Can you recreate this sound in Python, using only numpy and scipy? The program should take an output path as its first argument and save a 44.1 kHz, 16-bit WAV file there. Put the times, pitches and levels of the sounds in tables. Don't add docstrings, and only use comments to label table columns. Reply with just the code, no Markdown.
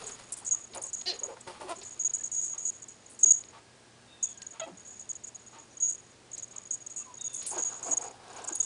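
import sys
import numpy as np
from scipy import signal
from scipy.io import wavfile
from scipy.ndimage import uniform_filter1d

SR = 44100
rng = np.random.default_rng(int(sys.argv[2]) if len(sys.argv) > 2 else 0)


def dump(signal):
    limited = np.clip(np.atleast_2d(signal).T, -1, 1)
    pcm = np.round(limited * 32767).astype(np.int16)
    wavfile.write(sys.argv[1], SR, pcm)


N = 381465
TIME = np.arange(N) / SR
EDGE_HZ = 10080
SWELL_DEPTH_DB = 21


def amp(db):
    return 10 ** (np.asarray(db) / 20)


def unit(x):
    return x / np.sqrt(np.mean(x ** 2) + 1e-20)


def add(mix, s, sound):
    part = mix[max(round(s * SR), 0):][:len(sound)]
    part += sound[:len(part)]


def colour(x, points, size=2048):
    hz, db = np.transpose(points)
    log_bins = np.log(abs(np.fft.fftfreq(size, 1 / SR)) + 1)
    bin_db = np.interp(log_bins, np.log(hz + 1), np.maximum(db, -100))
    log_gain = np.log(amp(bin_db))
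    taps = np.fft.ifft(np.exp(np.conj(signal.hilbert(log_gain)))).real
    return signal.oaconvolve(x, taps / np.linalg.norm(taps))[:len(x)]


def drift(count, hz):
    knots = np.arange(count) * hz / SR
    return np.interp(knots, np.arange(count), rng.standard_normal(count))


def burst(length, rise):
    t = np.arange(int(2 * length * SR)) / SR
    return (1 - np.exp(-t / rise)) * np.exp(-(t / length) ** 2)


def swells(rows):
    power = 0
    for s, rise, fall, db in rows:
        away = np.maximum((s - TIME) / rise, (TIME - s) / fall).clip(0, 8)
        power = power + amp(db - SWELL_DEPTH_DB * away) ** 2
    return np.sqrt(power)


def grains(per_s, spread_db):
    impacts = rng.random(N) < per_s / SR
    signs = np.sign(rng.standard_normal(N))
    return unit(impacts * signs * amp(2 * spread_db * rng.random(N)))


def resonate(x, hz, width):
    turn = np.exp(2j * np.pi * np.cumsum(hz) / SR)
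    r = np.exp(-np.pi * width / SR)
    return 2 * (turn * signal.lfilter([1 - r], [1, -r], x / turn)).real


def ringing(x, modes):
    return x + sum(amp(db) * signal.lfilter(*signal.iirpeak(hz, hz / width, SR), x) for hz, width, db in modes)


def call(rows, throat, jitter, shimmer, smear, closes_s, modes=(), mouth=(), uneven_db=3.0, mouth_width_hz=450):
    s, *columns = np.transpose(rows)
    t = np.arange(s[0], s[-1], 1 / SR)
    hz, db, rough = (np.interp(t, s, c) for c in columns)
    rough = np.clip(rough, 0, 1)
    turns = np.cumsum(hz * (1 + jitter * drift(len(t), 452))) / SR
    folds = np.zeros(len(t))
    for k in range(1, int(EDGE_HZ / hz.max())):
        level = amp(uneven_db * drift(len(t), 86))
        lag = smear * k ** 2
        folds += level * np.cos(2 * np.pi * k * turns - lag)
    folds = unit(folds) * (1 + shimmer * drift(len(t), 499.7))
    puff_shape = 0.096 + np.exp(-(turns % 1) / 0.086)
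    puffs = unit(puff_shape * rng.standard_normal(len(t)))
    source = ((1 - rough) * folds + rough * puffs) / np.hypot(1 - rough, rough)
    voice = ringing(colour(source, throat), modes)
    if len(mouth):
        at, centre, gain = np.transpose(mouth)
        voice = voice + amp(np.interp(t, at, gain)) * resonate(voice, np.interp(t, at, centre), mouth_width_hz)
    dull = signal.lfilter(*signal.butter(1, 1400, fs=SR), voice)
    shut = np.clip((t - closes_s) / 0.032, 0, 1)
    blend = (1 - shut) * unit(voice) + shut * unit(dull)
    out = np.zeros(N)
    add(out, s[0], amp(db) * blend * signal.windows.tukey(len(t), .05))
    return out


# (frequency [Hz], relative level [dB per Hz])
AIR_SPECTRUM = [(15, -69.5), (25, -20), (90, -3), (113, -5.5), (148, -7.5), (239, -3), (271, -5.5),
                (348, -3.5), (901, -9.5), (1420, -13.5), (1640, -12.5), (2280, -14.5), (3490, -15.5),
                (7220, -17), (10000, -21), (13000, -61.5), (22000, -120)]
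AIR_DB = -58
# (frequency [Hz], rms level [dB])
HUM_PARTIALS = [(120, -70), (240, -78.5)]
# (frequency [Hz], relative level [dB per Hz])
CLOCK_SPECTRUM = [(300, -19.5), (700, 2.5), (1000, -0.5), (1250, 0), (1600, -5.5), (2400, -3.5),
                  (4000, -8.5), (9000, -26)]
# (frequency [Hz], width [Hz], gain [dB])
CASE_MODES = [(910, 14, 15.5), (1150, 38, 8), (1230, 44, 0)]


def background(tick_db=-56, tock_db=-53, first_s=0.5246, tick_s=0.072):
    beats = np.zeros(N)
    for second in range(int(N / SR)):
        level = amp(tock_db if second % 2 else tick_db)
        add(beats, first_s + second, level * burst(tick_s, rise=0.012))
    clock = ringing(colour(beats * rng.standard_normal(N), CLOCK_SPECTRUM), CASE_MODES)
    hum = np.zeros(N)
    for hz, db in HUM_PARTIALS:
        hum += amp(db) * np.sqrt(2) * np.sin(2 * np.pi * hz * TIME + .4 * drift(N, 22))
    air = amp(AIR_DB) * colour(rng.standard_normal(N), AIR_SPECTRUM, size=8192)
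    return air + hum + clock


# (time of peak [s], rise [s], fall [s], level [dB])
FABRIC_RUBS = [(0.02, 0.24, 0.82, -46.5), (0.748, 0.01, 0.05, -48), (1.15, 0.7, 1, -54.5),
               (1.475, 0.014, 0.12, -42.5), (1.65, 0.14, 0.98, -53), (6.38, 0.071, 0.093, -65),
               (7.43, 0.5, 0.19, -56), (7.58, 0.13, 0.56, -52), (7.92, 0.3, 0.39, -51.5),
               (8.39, 0.3, 0.17, -49.5), (8.63, 0.34, 0.22, -55)]
# (frequency [Hz], relative level [dB per Hz])
FABRIC_SPECTRUM = [(300, -1.5), (1200, 1.5), (2000, -4), (3300, -4), (5000, -5), (7000, -11), (10000, -4.5)]
# (time [s], length [s], level [dB])
CLAW_TICKS = [(0.734, 0.03, -48), (1.013, 0.0045, -40.5), (1.155, .012, -52), (1.37, 0.0044, -60),
              (1.477, .02, -68), (1.814, 0.026, -48), (3.438, 0.0017, -41), (4.418, 0.0051, -42.5),
              (6.365, 0.046, -55.5), (7.415, 0.04, -48.5), (7.454, 0.034, -50.5)]
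# (frequency [Hz], relative level [dB per Hz])
CLAW_SPECTRUM = [(500, -5.5), (1500, -14), (2500, -2), (3200, -4), (4300, 1.5), (6000, -3.5), (10000, -38)]
RUSTLE_REST_DB = -70


def scuffle():
    force = np.zeros(N)
    for s, length, db in CLAW_TICKS:
        add(force, s, amp(db) * burst(length, rise=0.0003))
    rubbing = np.hypot(swells(FABRIC_RUBS), amp(RUSTLE_REST_DB))
    fibres = rubbing * grains(6000, spread_db=14.5) * amp(2 * drift(N, 50))
    claws = colour(force * rng.standard_normal(N), CLAW_SPECTRUM)
    return colour(fibres, FABRIC_SPECTRUM) + claws


# (time [s], length [s], mean pitch [Hz], level [dB])
GRUNT_EVENTS = [(0.005, 0.13, 431.4, -50), (0.412, 0.02, 788, -47), (0.698, 0.039, 421, -52),
                (1.124, 0.046, 499, -45.5), (1.211, 0.025, 493, -42), (1.231, 0.028, 546, -40.5),
                (1.249, 0.029, 389, -42.5), (1.277, 0.056, 522.5, -41), (1.325, 0.018, 523, -42),
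                (1.641, 0.032, 373, -39), (1.77, 0.033, 369, -48), (1.814, 0.021, 392, -46),
                (3.238, 0.013, 412, -39.5), (3.261, 0.025, 267, -46.5), (4.667, 0.028, 283, -47),
                (4.692, 0.018, 350, -41.5), (4.712, 0.037, 181, -47.5), (4.73, 0.018, 290, -51),
                (7.529, 0.021, 380, -40), (7.56, 0.035, 319, -37), (7.885, 0.047, 307, -42),
                (8.509, 0.021, 340, -36.5)]


def grunts(overtone=0.23, wobble=0.11):
    out = np.zeros(N)
    for s, length, hz, db in GRUNT_EVENTS:
        shape = burst(length, rise=0.0058)
        phase = 2 * np.pi * np.cumsum(hz * (1 + wobble * drift(len(shape), 239))) / SR
        add(out, s, amp(db) * shape * (np.sin(phase) + overtone * np.sin(2 * phase)))
    return out


# (time of peak [s], rise [s], fall [s], level [dB])
HUFF_SWELLS = [(0.04, 0.056, 0.039, -50), (0.79, 0.02, 0.076, -51), (1.3, 0.06, 0.12, -52),
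               (1.51, .03, 0.1, -55.5), (4.68, 0.02, 0.088, -53.5), (7.514, 0.009, 0.092, -45.5),
               (7.59, 0.078, 0.12, -47), (7.89, 0.12, 0.14, -44), (8.03, 0.062, 0.16, -42.5),
               (8.39, 0.29, 0.25, -49.5)]
# (frequency [Hz], relative level [dB per Hz])
HUFF_SPECTRUM = [(120, -57), (200, -17), (300, -9.5), (437, -2), (527, -1), (603, -12.5), (663, 3),
                 (857, 1.5), (929, 0.5), (1020, -7), (1590, -19), (2060, -24), (2450, -17), (3670, -36),
                 (5000, -15), (6500, -49), (11000, -120)]


def huffs(flutter_db=3.1):
    push = swells(HUFF_SWELLS) * amp(flutter_db * drift(N, 120))
    return colour(push * grains(3000, spread_db=7.5), HUFF_SPECTRUM)


# (time [s], length [s], ring level [dB], clatter level [dB])
COLLAR_SHAKES = [(0.064, 0.032, -39, -42.5), (0.11, 0.015, -36.5, -50), (0.129, 0.019, -44.5, -57),
                 (0.324, 0.028, -56, -40), (0.45, 0.0074, -41.0, -37), (0.463, 0.031, -30, -40),
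                 (0.51, 0.043, -21, -41.5), (0.559, 0.029, -40, -58), (0.588, 0.046, -46.5, -59.0),
                 (0.637, 0.016, -40.5, -60.5), (0.771, 0.012, -36.5, -50), (0.816, 0.0081, -37.5, -52.0),
                 (0.837, 0.013, -33, -51), (0.851, 0.053, -40.5, -45), (0.93, 0.023, -29, -40.5),
                 (0.961, 0.061, -38, -54), (1.029, 0.029, -50, -63), (1.137, 0.029, -45, -60.0),
                 (1.19, 0.012, -37.5, -55.5), (1.233, 0.01, -27, -48), (1.246, 0.023, -36, -49.5),
                 (1.409, 0.007, -45.5, -45), (1.755, 0.022, -44.5, -56), (1.783, 0.023, -45, -54),
                 (1.83, 0.012, -43, -49), (1.848, 0.048, -39.5, -49.5), (1.908, 0.038, -40.5, -57),
                 (1.993, 0.034, -28, -46.5), (2.035, 0.0053, -31.5, -47.0), (2.048, 0.029, -22.5, -41.5),
                 (2.095, 0.014, -31.0, -59), (2.136, 0.024, -23.5, -37), (2.165, 0.0071, -32, -50),
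                 (2.182, 0.017, -35.5, -50), (2.208, 0.015, -36, -47), (2.236, 0.012, -29, -42),
                 (2.253, 0.029, -35.5, -47.5), (2.316, 0.044, -30, -41.5), (2.362, 0.045, -25.5, -46.5),
                 (2.413, 0.057, -27.5, -42.5), (2.471, 0.066, -32.5, -50.5), (2.542, 0.014, -42.0, -54),
                 (2.579, 0.018, -32, -49), (2.601, 0.049, -37.5, -50), (2.652, 0.051, -27, -41),
                 (2.721, 0.05, -46.5, -58), (2.82, 0.023, -39.5, -54.0), (2.882, 0.017, -39, -52.5),
                 (2.902, 0.021, -48.0, -61.0), (3.062, 0.005, -43, -56), (3.144, 0.0053, -53, -60),
                 (3.19, 0.036, -40.5, -45.5), (3.231, 0.015, -12, -30.5), (3.259, 0.04, -19, -44),
                 (3.306, 0.018, -11, -32), (3.332, 0.021, -26, -43.5), (3.358, 0.035, -31, -51.5),
                 (3.404, 0.018, -40, -55), (3.443, 0.018, -51, -64), (3.485, 0.0055, -47.5, -62),
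                 (4.228, 0.031, -25.5, -41), (4.264, 0.014, -37, -54), (4.288, 0.042, -41.5, -55),
                 (4.342, 0.0056, -44, -59), (4.373, 0.016, -45, -61), (4.419, 0.014, -39.5, -55.5),
                 (4.466, 0.0068, -33.5, -54.5), (4.507, 0.017, -43.0, -57), (4.534, 0.009, -44.5, -60.5),
                 (4.597, 0.0086, -33.5, -49.5), (4.63, 0.028, -52.5, -64), (4.672, 0.02, -56, -66),
                 (4.772, 0.015, -46.5, -61.5), (4.85, 0.049, -45.5, -56), (4.903, 0.046, -46.5, -59),
                 (4.955, 0.032, -48.0, -63), (4.995, 0.023, -38.5, -53), (5.022, 0.008, -43, -66),
                 (5.092, 0.025, -30.5, -47.0), (5.13, 0.0048, -42.5, -50), (5.153, 0.016, -38, -51),
                 (5.236, 0.023, -37.5, -51), (5.268, 0.024, -40.0, -50), (5.347, 0.015, -37.5, -55),
                 (5.389, 0.016, -50.5, -62), (5.464, 0.021, -46, -61), (5.586, 0.016, -45, -58.5),
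                 (5.77, 0.011, -39, -65), (5.802, 0.016, -28, -48.5), (5.823, 0.047, -22.5, -48),
                 (5.875, 0.041, -27, -47.5), (5.923, 0.013, -34.5, -48), (5.943, 0.015, -37, -54),
                 (5.978, 0.029, -47.5, -64), (6.315, 0.007, -40, -54), (6.331, 0.023, -37.0, -51.5),
                 (6.379, 0.011, -29, -44), (6.395, 0.0051, -34, -57.0), (6.425, 0.021, -34, -50),
                 (6.477, 0.0087, -53, -60), (6.509, 0.018, -46, -60.0), (6.561, 0.008, -36.5, -46),
                 (6.58, 0.006, -34, -49), (6.654, 0.0084, -43.0, -66), (6.67, 0.008, -46, -52),
                 (6.708, 0.009, -20.5, -40.5), (6.714, 0.045, -31.5, -45.5), (6.804, 0.025, -45, -63.5),
                 (6.864, 0.0097, -33, -49.0), (6.899, 0.027, -42, -55.5), (6.962, 0.048, -33, -46.0),
                 (7.008, 0.021, -41, -55), (7.034, 0.03, -47.5, -57), (7.141, 0.005, -42.0, -58.0),
                 (7.153, 0.0036, -40, -60.5), (7.17, 0.015, -39, -61), (7.211, 0.011, -33, -40),
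                 (7.242, 0.039, -29.5, -51.0), (7.294, 0.039, -45.5, -61), (7.341, 0.012, -29, -42.0),
                 (7.36, 0.058, -34.5, -48.5), (7.422, 0.039, -41.5, -65), (7.465, 0.026, -52.5, -39),
                 (7.504, 0.028, -36.5, -47), (7.535, 0.031, -35.0, -50), (7.579, 0.035, -27.5, -37.0),
                 (7.622, 0.016, -25.5, -42.5), (7.648, 0.047, -27.0, -46.5), (7.69, 0.032, -36, -53.5),
                 (7.725, 0.0084, -36, -48), (7.741, 0.015, -35, -57.0), (7.758, 0.04, -42.0, -54.0),
                 (7.829, 0.011, -31, -44.5), (7.845, 0.061, -36.5, -42.5), (7.91, 0.029, -22, -37),
                 (7.97, 0.012, -21.5, -37), (8.012, 0.02, -36.5, -45), (8.038, 0.0092, -36.5, -50),
                 (8.048, 0.037, -42.5, -55), (8.301, 0.005, -50, -60), (8.33, 0.005, -46, -56),
                 (8.362, 0.013, -42, -53.0), (8.42, 0.0038, -45.5, -56), (8.443, 0.006, -42, -41),
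                 (8.475, 0.017, -28.5, -36.5), (8.524, 0.012, -32.0, -46), (8.542, 0.043, -36, -57),
                 (8.601, 0.016, -20.5, -38.5), (8.627, 0.028, -31, -44)]
# (start [s], end [s], level [dB])
JIGGLE_BOUTS = [(0, 0.17, -46), (.18, 1.18, -57.5), (1.18, 1.754, -61.5), (1.75, 2.945, -58),
                (2.942, 3.6, -60.5), (4.3, 4.771, -67), (4.769, 5.062, -55), (5.051, 6.126, -59.5),
                (6.306, 8.125, -54), (8.28, 8.656, -55)]
FIRST_FLIGHT_S, LANDING_S, CATCH_S = 0.016, 0.0016, 0.014
LANDINGS_PER_S, HOPS_PER_S = 40, 200
SAG_DB = 1
SETTLE_DB, SETTLE_DB_PER_S = -19, 155.5


def pellet(uneven_db=0.25, hop_spread_db=22):
    start, length, ring_db, knock_db = np.transpose(COLLAR_SHAKES)
    now = np.maximum(np.searchsorted(start, TIME) - 1, 0)
    age = TIME - start[now]
    shaken = (age > 0) & (age < length[now])
    caught = np.append(start[1:], np.inf)[now] - TIME < CATCH_S
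    landing = (rng.random(N) < LANDINGS_PER_S / SR) & (age > FIRST_FLIGHT_S)
    landed = TIME - np.maximum.accumulate(TIME * landing) < LANDING_S
    change_db = uneven_db * rng.uniform(-0.83, 1.7, N)[np.cumsum(landing)] * (age > FIRST_FLIGHT_S)
    change_db -= SAG_DB * np.clip((age - FIRST_FLIGHT_S) / length[now], 0, 1)
    settling = amp(ring_db[now] + SETTLE_DB - SETTLE_DB_PER_S * abs(age - length[now]))
    stirring = sum(amp(db) * ((TIME >= begin) & (TIME < end)) for begin, end, db in JIGGLE_BOUTS)
    hop = np.cumsum(rng.random(N) < HOPS_PER_S / SR)
    hop_sizes = unit(amp(hop_spread_db * rng.random(N))[hop])
    hops = hop_sizes * np.hypot(settling, stirring) * ~shaken * ~caught
    return abs(age), shaken * ~landed, ring_db[now] + change_db, knock_db[now] + change_db, hops


BELL_HZ = 6695


def shell_tone(knocks_per_s, jolt, waver, detune_hz):
    knock = np.cumsum(rng.random(N) < knocks_per_s / SR)
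    phase = np.cumsum(jolt * rng.standard_normal(N))[knock]
    size = np.exp(waver * rng.standard_normal(N) - waver ** 2)[knock]
    hz = BELL_HZ + detune_hz * rng.uniform(-0.5, 1.2, N)[knock]
    return size * np.exp(1j * (2 * np.pi * np.cumsum(hz) / SR + phase))


# (frequency [Hz], relative level [dB per Hz])
SHELL_CLATTER = [(3000, -32), (5000, -19), (6000, -11.5), (6500, -17.5), (6900, -14), (7300, 3), (7900, 2),
                 (8700, -7), (10000, -14)]


def bell(edge_s=0.0014, clatter_db=1, jiggle_db=-3, jiggle_ring_db=-3, jiggle_clatter_db=-13, strike_gain=0.706,
         strike_s=0.0032, skid_s=0.0074, graze_db=11, most_grazed=0.94, clump_db=5):
    age, free, ring_db, knock_db, hops = pellet()
    contact = np.minimum(amp(knock_db - ring_db + graze_db), most_grazed)
    ring = free * amp(ring_db)
    clatter = free * amp(knock_db + clatter_db) * (0.79 + strike_gain * np.exp(-age / strike_s))
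    clatter = uniform_filter1d(clatter, int(skid_s * SR))
    soft = np.exp(-(np.linspace(-.005, .005, SR // 100) / edge_s * 2) ** 2)
    soft /= soft.sum()
    clean = ring * np.sqrt(1 - contact ** 2) + amp(jiggle_ring_db) * hops
    grazed = ring * contact + amp(jiggle_db) * hops
    tone = signal.oaconvolve(clean, soft, "same") * shell_tone(220, jolt=0.25, waver=0.2, detune_hz=5.2)
    tone += signal.oaconvolve(grazed, soft, "same") * shell_tone(520, jolt=1.3, waver=0.32, detune_hz=240.4)
    tone = signal.sosfilt(signal.butter(2, [6100, 7400], "band", fs=SR, output="sos"), tone.real)
    clumps = unit(amp(clump_db * drift(N, 220).clip(-2, 2)))
    knocks = grains(2200, spread_db=7.0) * clumps * (clatter + amp(jiggle_clatter_db) * hops)
    return tone + colour(knocks, SHELL_CLATTER)


# (time [s], length [s], level [dB])
COLLAR_SCRAPES = [(0.321, 0.014, -22), (0.366, 0.041, -34.5), (0.745, 0.034, -34.5), (0.82, 0.018, -29),
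                  (1.69, 0.018, -37), (3.097, 0.047, -42), (4.878, 0.013, -49), (7.332, 0.043, -34.5),
                  (7.426, 0.0083, -30.5), (7.462, 0.058, -25), (8.553, 0.0092, -20.5), (8.588, .012, -34)]
# (frequency [Hz], relative level [dB per Hz])
SCRAPE_SPECTRUM = [(3000, -27.5), (5500, -18), (7000, -5), (8300, -2), (10000, 3)]


def scrapes():
    force = np.zeros(N)
    for s, length, db in COLLAR_SCRAPES:
        add(force, s, amp(db) * burst(length, rise=0.0011))
    return colour(force * grains(3500, spread_db=17.5), SCRAPE_SPECTRUM)


# (time [s], length [s], pitch [Hz], level [dB], mouth [factor on throat frequencies])
CLUCK_EVENTS = [(.75, 0.033, 179.4, -41, 1.08), (0.833, 0.029, 178.4, -52, 1.1),
                (1.222, 0.034, 179.8, -47.5, 1), (1.283, 0.043, 172.6, -47, 1),
                (1.366, 0.0037, 176.4, -49.5, 1.76), (1.467, 0.036, 180, -42, 1.05),
                (4.662, 0.023, 160.2, -46.5, 1), (7.567, 0.031, 160.8, -42.5, 1.03),
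                (7.866, 0.035, 164.2, -42, 1.12), (7.915, 0.014, 162.6, -42, 1.12),
                (8.018, 0.03, 167.2, -49, 1.63)]
# (frequency [Hz], relative level [dB])
CLUCK_FILTER = [(150, -29), (350, -3.5), (430, -10.5), (535, 4), (660, -6.5), (890, -2.5), (1080, -10),
                (1270, -13.5), (1600, -18.5), (2500, -19.5), (5000, -43), (9000, -58)]


def clucks(attack_s=0.0039, release_s=0.019, sag_db=2, rough=0.58):
    out = np.zeros(N)
    for s, length, hz, db, mouth in CLUCK_EVENTS:
        held_s = s + attack_s
        end_s = held_s + length
        shape = [(s, db - 10), (held_s, db), (end_s, db - sag_db), (end_s + release_s, db - 17.5)]
        rows = [(at, hz, level, rough) for at, level in shape]
        throat = [(f * mouth, gain) for f, gain in CLUCK_FILTER]
        out += call(rows, throat, jitter=0.032, shimmer=0.19, smear=.3, closes_s=s + length)
    return out


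# (time [s], pitch [Hz], level [dB], roughness [0-1])
YELP_COURSE = [(1.057, 335, -39, 0.5), (1.065, 350, -36, 0.25), (1.074, 369.2, -32.5, 0.3),
               (1.092, 369.8, -32, 0.4), (1.101, 352.4, -32, 0.2), (1.11, 346, -34.5, .4),
               (1.122, 315, -37, 0.73), (1.14, 304, -42, 0.8), (1.162, 295, -51, .85), (1.18, 295, -62, .9)]
# (frequency [Hz], relative level [dB])
YELP_FILTER = [(200, -42), (365, -2.5), (730, -7), (1100, -24), (1450, -23), (1840, -9), (2250, -13.5),
               (2950, -3.5), (3500, -11), (4150, -6.5), (4850, -7), (5500, -8), (6100, -10.5), (6600, -13),
               (9000, -27)]
# (frequency [Hz], width [Hz], gain [dB])
YELP_MODES = [(3530, 50, -4), (4080, 60, 8), (4140, 60, 9), (4235, 50, 5), (4420, 40, 2), (4625, 40, 1),
              (4790, 25, 11), (5175, 45, -2), (5520, 55, 3), (5910, 60, 1)]
# (time [s], frequency [Hz], gain [dB])
YELP_OPENING = [(1.058, 4150, -3), (1.075, 4500, -4), (1.09, 4900, -2), (1.103, 4200, -3),
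                (1.125, 4100, -14)]


def yelp():
    return call(YELP_COURSE, YELP_FILTER, jitter=0.01, shimmer=0.16, smear=0.151, uneven_db=4.5,
                modes=YELP_MODES, mouth=YELP_OPENING, closes_s=1.112)


# (time [s], pitch [Hz], level [dB], roughness [0-1])
CHUCKLE_COURSE = [(1.598, 303.3, -44.5, 0.6), (1.615, 287, -37.5, 0.8), (1.635, 289.3, -44.5, 0.5),
                  (1.675, 283, -46.5, 0.95), (1.695, 306.6, -36, 0.6), (1.708, 348, -36, 0.14),
                  (1.719, 352, -33, .12), (1.727, 330, -40.5, 0.13), (1.745, 336, -52, .4)]
# (frequency [Hz], relative level [dB])
CHUCKLE_FILTER = [(200, -44), (345, -8), (690, -6), (1030, -5), (1380, -14), (1600, -26), (1950, -15),
                  (2150, -28), (2480, -16.5), (3000, -22.5), (5000, -29.5), (9000, -24.5)]


def chuckle():
    return call(CHUCKLE_COURSE, CHUCKLE_FILTER, jitter=0.016, shimmer=0.42, smear=1.1, closes_s=1.724)


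# (time [s], length [s], starting pitch [Hz], final pitch [Hz],
# bend [exponent, over 1 glides late], level [dB], fade [dB, negative grows], breathiness gained by the end [ratio])
WHINE_GLIDES = [(2.186, 0.035, 1705, 1750, 1.15, -53.5, 0, .2),
                (3.601, 1.75, 1646, 1633, 1.08, -69, 4.5, 0.33),
                (4.062, 0.34, 3690, 3110, 2.4, -60.5, -3, 1.8),
                (4.059, 0.29, 2710, 2590, 0.94, -69, -4, .3), (4.335, 0.17, 1637, 1594, 1.06, -63, 0, .4),
                (5.697, 0.05, 6100, 5880, 1, -60, 1, .8), (6.968, 0.086, 2760, 2670, 0.97, -63.5, -2, .8),
                (6.999, 0.034, 1240, 1163, 0.91, -55, 0, .2),
                (7.052, 0.127, 1095, 908, .7, -47.5, 13.5, .1), (7.175, 0.31, 3740, 3354, 1.27, -53, 8, .4),
                (7.158, 0.26, 2810, 2562, 1.4, -68, -2, .4), (8.582, 0.12, 3660, 3620, 0.75, -58, -2, .2)]


def whines(waver=0.01, wander=0.006, flutter_db=2, breath=0.29, breath_hz=260, rise_s=0.026, fall=0.31):
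    out = np.zeros(N)
    for s, length, start_hz, end_hz, bend, db, fade_db, tiring in WHINE_GLIDES:
        along = np.linspace(0, 1, int(length * SR))
        count = len(along)
        pitch = start_hz + (end_hz - start_hz) * along ** bend
        pitch = pitch * (1 + waver * drift(count, 500) + wander * drift(count, 40))
        gain = amp(db - fade_db * along + flutter_db * drift(count, 90))
        gain = gain * np.minimum(along * length / rise_s, (1 - along) / fall).clip(0, 1)
        air = resonate(rng.standard_normal(count), pitch, breath_hz)
        air = unit(resonate(air, pitch, breath_hz))
        airy = breath + tiring * along ** 2
        whistle = np.sin(2 * np.pi * np.cumsum(pitch) / SR)
        add(out, s, gain * (whistle + airy * air) / np.hypot(1, airy))
    return out


# (time [s], pitch [Hz], level [dB], roughness [0-1])
SQUEAK_COURSE = [(4.596, 715, -31, 0.5), (4.602, 696, -32.5, 0.45), (4.614, 644, -36, 0.22),
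                 (4.623, 649, -41, 0.28), (4.637, 661, -36, .08), (4.648, 654, -42, 0.097),
                 (4.66, 643, -51, 0.3), (4.68, 657, -52, 0.36), (4.72, 656, -62, 0.6)]
# (frequency [Hz], relative level [dB])
SQUEAK_FILTER = [(300, -15), (660, 0), (1320, -4), (1950, -9), (2600, -13.5), (3230, -7), (3900, -14),
                 (4600, -26), (8000, -48)]
# (time [s], frequency [Hz], gain [dB])
SQUEAK_CLOSING = [(4.597, 3430, -20), (4.613, 3180, -1), (4.622, 2750, 8), (4.63, 2500, 3),
                  (4.638, 2400, -20)]


def squeak():
    return call(SQUEAK_COURSE, SQUEAK_FILTER, jitter=0.023, shimmer=0.28, smear=1.06, uneven_db=4.5,
                mouth=SQUEAK_CLOSING, closes_s=4.622)


# (time of peak [s], rise [s], fall [s], level [dB])
PILE_DRAGS = [(7.585, 0.095, 0.045, -42.5), (7.725, 0.1, 0.11, -47.5), (7.82, 0.051, 0.087, -50.5),
              (8.05, .1, .08, -53), (8.295, 0.17, 0.18, -50.5), (8.39, 0.13, 0.21, -45.5),
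              (8.494, 0.026, 0.085, -45.5)]
# (frequency [Hz], relative level [dB per Hz])
PILE_SPECTRUM = [(120, -33), (270, -11), (500, -4.5), (590, -8), (790, -1), (1170, -5), (1400, -9),
                 (1620, -4), (1800, -23), (2500, -16.5), (6000, -19.5), (10000, -36)]


def drags(flutter_db=1.0):
    force = swells(PILE_DRAGS) * amp(flutter_db * drift(N, 60))
    return colour(force * grains(4000, spread_db=7), PILE_SPECTRUM)


def scatter(x, near_db=-8, count=256):
    taps = unit(rng.standard_normal(count) * np.linspace(1, 0, count) ** 2) * amp(near_db) / np.sqrt(count)
    taps = signal.lfilter(*signal.butter(3, 3600, "high", fs=SR), taps)
    taps[0] += 1
    return signal.oaconvolve(x, taps / np.linalg.norm(taps))[:N]


def room(x, t60=0.28):
    t = np.arange(SR // 2) / SR
    echoes = rng.standard_normal(len(t)) * (rng.random(len(t)) < .06)
    taps = echoes * (t > .006) * amp(-60 * t / t60)
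    return signal.oaconvolve(x, taps / np.linalg.norm(taps))[:N]


def scene(voice_wet_db=-15, bell_wet_db=-29):
    animals = scuffle() + grunts() + huffs() + clucks() + whines() + drags()
    animals += scatter(yelp() + chuckle() + squeak())
    collar = bell() + scrapes()
    tail = room(amp(voice_wet_db) * animals + amp(bell_wet_db) * collar)
    return (animals + collar + tail + background())[None]


def record(dry):
    taps = signal.firwin(601, EDGE_HZ, window=("kaiser", 7), fs=SR)
    return signal.oaconvolve(dry, taps[None], "same")


dry = scene()
out = record(dry)
dump(out)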